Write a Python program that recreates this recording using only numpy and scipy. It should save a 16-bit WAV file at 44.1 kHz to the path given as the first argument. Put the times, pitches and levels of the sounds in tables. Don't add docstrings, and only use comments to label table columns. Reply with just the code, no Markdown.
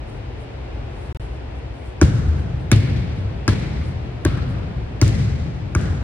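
import sys
import numpy as np
from scipy import signal
from scipy.fft import rfft, irfft
from scipy.io import wavfile
from scipy.ndimage import uniform_filter1d

SR = 44100
rng = np.random.default_rng(int(sys.argv[2]) if len(sys.argv) > 2 else 0)


def transcribe(u):
    v = np.clip(np.atleast_2d(u).T, -1, 1)
    q = np.round(v * 32767).astype(np.int16)
    wavfile.write(sys.argv[1], SR, q)


N = 265923

# t/s, boom/dB, boom/Hz, knock/dB, slap/dB, slap colour/Hz, ping/dB, ping colour/Hz
BOUNCES = [(2.0145, -1, 90.5, 0, 11, 6260, -6.5, 1450), (2.7160, -2.5, 103, -5.5, 14.5, 3520, -5, 2180),
           (3.4793, -5, 102, -5, 12, 4750, -4, 2130), (4.2511, -5, 101, -2.5, 8, 3600, -9, 1360),
           (5.0149, -1, 110.3, -4, 16, 5460, -8.5, 2060), (5.7507, -5, 104, -9, 9, 6260, -5, 1470)]
FIRST_DISTANCE_M, WALK_M_PER_S = 8.2, 1.73
SLAP_LEAD_S = 40 / SR


def gain_of(db):
    return 10 ** (np.asarray(db) / 20)


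def unit_rms(x):
    return x / np.sqrt(np.mean(x ** 2) + 1e-20)


def curve_at(points, hz):
    f, value = np.transpose(points)
    return np.interp(np.log(hz + 1), np.log(f + 1), value)


def hump_db(hz, centre_hz, height_db, width):
    return height_db * np.exp(-((np.log(hz + 1) - np.log(centre_hz)) / width) ** 2)


def add(mix, s, sound, lag_ms=0.):
    for channel, start in zip(mix, (s, s + lag_ms / 1000)):
        part = channel[round(start * SR):][:len(sound)]
        part += sound[:len(part)]


def walked_m(s):
    return WALK_M_PER_S * (s - BOUNCES[0][0])


def stereo_noise(colour):
    # f/Hz, likeness (limited to -1..1 below).
    # Near 13 kHz the sides are in opposite phase, an effect of audio coding.
    likeness = [(60, 1), (130, 0.9), (290, 0.62), (640, -0.13), (1400, 0.11), (3100, -0.037), (6800, -0.49),
                (10000, 1), (12800, -1.6), (15000, .8)]
    hz = np.fft.rfftfreq(N, 1 / SR)
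    left, other = rfft(rng.standard_normal((2, N)))
    same = np.clip(curve_at(likeness, hz), -1, 1)
    right = same * left + np.sqrt(1 - same ** 2) * other
    spectra = np.array([left, right]) * gain_of(curve_at(colour, hz))
    return hz, spectra / np.sqrt(np.mean(irfft(spectra, N) ** 2))


def ventilation():
    # f/Hz, relative level/dB
    air_colour = [(20, -42), (30, -26), (43, -9.5), (65, -1), (87, -12), (128, -7.5), (156, -24),
                  (308, -20), (780, -25.5), (1190, -34.5), (2470, -36.5), (5000, -49), (9500, -67),
                  (12700, -74.5), (15000, -81), (16800, -93)]
    t = np.arange(N) / SR
    waves = [np.sin(2 * np.pi * (f * t + rng.random())) / np.sqrt(f) for f in np.geomspace(.2, 5, 20)]
    return gain_of(-30 + 0.46 * unit_rms(sum(waves))) * irfft(stereo_noise(air_colour)[1], N)


def player():
    # middle t/s, level/dB, length/s
    rustles = [(0.092, -68, .06), (0.426, -67, 0.043), (1.03, -63, 0.18), (1.22, -63, 0.15),
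               (1.58, -68, .05), (1.785, -67, .09), (1.88, -63, 0.091), (2.41, -67, 0.067),
               (3.88, -62, 0.1), (4.513, -62, 0.054)]
    # f/Hz, relative level/dB
    rustle_colour = [(2000, -15), (5000, 0), (9000, 5), (11500, -4), (13000, -10), (15000, -8),
                     (16500, -31)]
    # t/s, level/dB
    clicks = [(.412, -36), (.53, -48), (1.226, -38), (1.555, -42), (1.59, -44), (3.86, -46), (4.5, -53)]
    # t/s, level/dB, f/Hz
    heels = [(0.049, -26, 54.7), (0.419, -24.5, 56.5), (0.769, -20, 61.3), (1.127, -26, 56),
             (1.203, -25, 53), (1.561, -39, 62), (1.871, -40, 63.5)]
    t = np.arange(N) / SR
    faint = [(when * N / SR, -73 + 5 * size, 0.077) for when, size in rng.random((15, 2))]
    strokes = sum(gain_of(db) * np.exp(-(2 * (t - s) / length) ** 2) for s, db, length in rustles + faint)
    grain = unit_rms(uniform_filter1d(rng.standard_normal(N), size=150))
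    out = strokes * gain_of(1.9 * grain) * irfft(stereo_noise(rustle_colour)[1], N)
    for s, db in clicks:
        add(out, s, gain_of(db) * slap(0.69, colour_hz=10000))
    for s, db, hz in heels:
        add(out, s, gain_of(db) * low_note(hz, rise_s=0.0292, t60=0.14))
    return out


def hall_tail():
    # f/Hz, relative level/dB
    heard_colour = [(20, -47), (32, -20), (65, -2.5), (132, -3.5), (270, -15), (400, -21), (550, -26),
                    (940, -36.5), (1720, -33), (4600, -43), (9600, -54), (11300, -56.5), (12800, -70),
                    (14300, -61), (16800, -84)]
    # f/Hz, time to fade by 60 dB/s
    fade_times = [(50, 1.95), (100, 5.14), (200, 2.39), (400, 2.58), (1000, 3.3), (2500, 1.54),
                  (5000, 1.99), (9000, 0.91), (15000, 0.98)]
    hz, spectra = stereo_noise(heard_colour)
    centres = np.geomspace(45, 16000, num=14)
    band_position = np.interp(np.log(hz + 1), np.log(centres), np.arange(len(centres)))
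    flutter = unit_rms(uniform_filter1d(uniform_filter1d(rng.standard_normal(N), size=500), size=300))
    out = np.zeros((2, N))
    for k, centre in enumerate(centres):
        power = np.zeros(N)
        above_bass = centre / (centre + 77)
        for s, boom_db, _, _, slap_db, slap_hz, *_ in BOUNCES:
            tilt = [(150, boom_db - 15.5), (1200, -19.5), (6000, slap_db - 31)]  # f/Hz, level/dB
            level_db = curve_at(tilt, centre) + hump_db(centre, slap_hz, 6.6, 0.42)
            age = np.arange(N - round(s * SR)) / SR
            fading = gain_of(2 * (level_db - 60 * age / curve_at(fade_times, centre)))
            fill_s = 0.00067 * 2 ** (walked_m(s) / 1.47) + 0.82 / centre
            filled = (1 - np.exp(-age / fill_s)) ** 2
            early_db = 16 - 1.83 * walked_m(s)
            after_gap = 1 / (1 + (0.0066 / (age + 1e-4)) ** 6)
            early = above_bass * gain_of(2 * early_db) * np.exp(-age / 0.016) * after_gap
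            power[round(s * SR):] += filled * (1 + early) * fading
        band = irfft(spectra * np.clip(1 - abs(band_position - k), 0, 1), N)
        out += band * np.sqrt(power) * gain_of(1.22 * above_bass * flutter)
    return out


def ringing():
    out, age, hz = np.zeros((2, N)), np.arange(SR) / SR, np.fft.rfftfreq(SR, 1 / SR)
    envelope = gain_of(-37 - 60 * age / 1.74) * (1 - np.exp(-age / 0.044))
    for s, *_, ping_hz in BOUNCES:
        band = 1 / (1 + ((hz - ping_hz) / (.2 * ping_hz)) ** 2)
        note = unit_rms(irfft(rfft(rng.standard_normal((2, SR))) * band)) * envelope
        part = out[:, round(s * SR):][:, :SR]
        part += note[:, :part.shape[1]]
    return out


def echoes():
    # t/s, slap/dB, ping/dB
    late_echoes = [(2.38, -60, -36), (2.762, -8, -45), (2.875, -50, -32), (3.635, -47, -31.5),
                   (3.815, -60, -34), (4.375, -19, -28), (5.079, -0.5, -50), (5.2, -60, -36),
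                   (5.813, -11.5, -41), (5.875, -58, -30)]
    # t/s, level/dB, f/Hz
    swells = [(2.059, -15.5, 106), (2.271, -10, 77), (2.379, -13, 69), (2.751, -10.5, 104.5),
              (2.909, -19, 80.3), (3.05, -20, 72.7), (3.507, -15, 72.4), (3.635, -21.5, 80),
              (3.76, -20, 73.5), (5.051, -13, 105.6), (5.199, -16.5, 104.5), (5.3, -18, 78),
              (5.792, -21, 94.6), (5.875, -18.5, 88.6)]
    out = np.zeros((2, N))

    def wall_pings(s, ping_db, ping_hz):
        for late_s in (0, .006, .013):
            add(out, s + late_s, gain_of(ping_db) * ping(ping_hz), lag_ms=.05)

    for s, *_, ping_db, ping_hz in BOUNCES:
        wall_pings(s + .042, ping_db - 23.5, ping_hz)
    for s, slap_db, ping_db in late_echoes:
        add(out, s - SLAP_LEAD_S, gain_of(slap_db) * slap(0.95), lag_ms=.05)
        last_ping_hz = [row[-1] for row in BOUNCES if row[0] < s][-1]
        wall_pings(s, ping_db, last_ping_hz)
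    for s, db, hz in swells:
        add(out, s, gain_of(db) * low_note(hz, rise_s=0.0211, t60=0.36))
    return out


def low_note(hz, rise_s, t60):
    t = np.arange(SR // 4) / SR
    rise = np.sin(np.pi / 2 * t / rise_s) ** 2
    fall = gain_of(-60 * (t - rise_s) / t60)
    return np.where(t < rise_s, rise, fall) * np.cos(2 * np.pi * hz * (t - rise_s))


def ping(colour_hz):
    # f/Hz, relative level/dB, time to fade by 60 dB/s
    air_notes = [(1147, 6.5, 0.042), (1442, 12.5, 0.023), (1706, 7, 0.037), (2160, 8, 0.017),
                 (2520, 1, .025), (3300, -53, .02), (3950, -8, .02)]
    t = np.arange(4000) / SR
    ring = np.zeros(len(t))
    for hz, db, t60 in air_notes:
        strength, detune = rng.standard_normal(2)
        start_db = db + hump_db(hz, colour_hz, 8.6, 0.37) + 3.6 * strength
        ring += gain_of(start_db - 60 * t / t60) * np.sin(2 * np.pi * hz * (1 + 0.061 * detune) * t)
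    return ring / np.linalg.norm(ring) * 5


def slap(fade_ms, colour_hz=9000.):
    # f/Hz, relative level/dB
    snap_colour = [(1500, -32.5), (3000, -11.5), (5700, 1), (7200, -5), (9000, -8.5), (11000, -13.5),
                   (13000, -21), (15500, -19), (17000, -32)]
    hz, t = np.fft.rfftfreq(512, 1 / SR), np.arange(512) / SR
    wake = rng.standard_normal(512) * np.exp(-t * 1000 / fade_ms)
    burst = np.roll((t == 0) + 0.5 * wake * (t > 0), round(SLAP_LEAD_S * SR))
    colour_db = curve_at(snap_colour, hz) + hump_db(hz, colour_hz, 9.9, 0.24)
    snap = irfft(rfft(burst) * gain_of(colour_db))
    return snap / np.linalg.norm(snap) / 2


def right_microphone(direct):
    # f/Hz, phase/radians
    left_leads = [(0, 0), (2500, 1.4), (4500, 2.7), (5700, 3.5), (7200, 2.4), (9000, .9), (13000, -3.1),
                  (17000, -8)]
    # f/Hz, level/dB
    right_shade = [(2500, 2), (3500, -2), (7200, -1.5), (9000, 1.5)]
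    hz = np.fft.rfftfreq(N, 1 / SR)
    phase = np.interp(hz, *np.transpose(left_leads))
    shade = gain_of(curve_at(right_shade, hz) * (hz > 1800))
    return irfft(rfft(direct) * shade * np.exp(-1j * phase), N)


def ball():
    contact_s = .0105
    out = np.zeros((2, N))
    for s, boom_db, boom_hz, knock_db, slap_db, slap_hz, ping_db, ping_hz in BOUNCES:
        near = FIRST_DISTANCE_M / (FIRST_DISTANCE_M + walked_m(s))
        boom, knock, snap, ring = near * gain_of([boom_db, knock_db, slap_db, ping_db])
        slap_s = s - SLAP_LEAD_S
        add(out, slap_s, snap * slap(0.33, slap_hz))
        add(out, slap_s + .0029, snap * gain_of(-6.5) * slap(0.17, slap_hz))
        add(out, s, ring * ping(ping_hz))
        add(out, s + contact_s, near * gain_of(-11.5) * ping(1060))
        add(out, slap_s + contact_s, near * snap * gain_of(-19) * slap(0.6, slap_hz))
        add(out, s, knock * low_note(315, 0.00897, 0.016))
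        add(out, s, knock * gain_of(-18) * low_note(1.91 * 315, 0.00404, 0.069))
        add(out, s, boom * gain_of(-20) * low_note(210, 0.0097, 0.011))
        add(out, s, boom * low_note(boom_hz, 0.0177, 0.11))
        add(out, s, boom * gain_of(-8.5) * low_note(0.653 * boom_hz, 0.0297, 0.18))
    return np.array([out[0], right_microphone(out[1])])


def scene():
    return ventilation() + player() + hall_tail() + ringing() + echoes() + ball()


def record(dry):
    # start t/s, end t/s
    dropouts = [(1.1275, 1.1487), (1.1715, 1.1975)]
    left_db, ceiling, cutoff_hz = 1.83, 1.02, 16500
    out = dry * gain_of([[left_db / 2], [-left_db / 2]])
    out = ceiling * np.tanh(out / ceiling)
    t = np.arange(N) / SR
    for start, end in dropouts:
        out = out * ((t < start) | (t >= end))
    lowpass = signal.firwin(511, cutoff_hz, window=("kaiser", 9), fs=SR)
    return signal.oaconvolve(out, lowpass[None], "same")


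dry = scene()
out = record(dry)
transcribe(out)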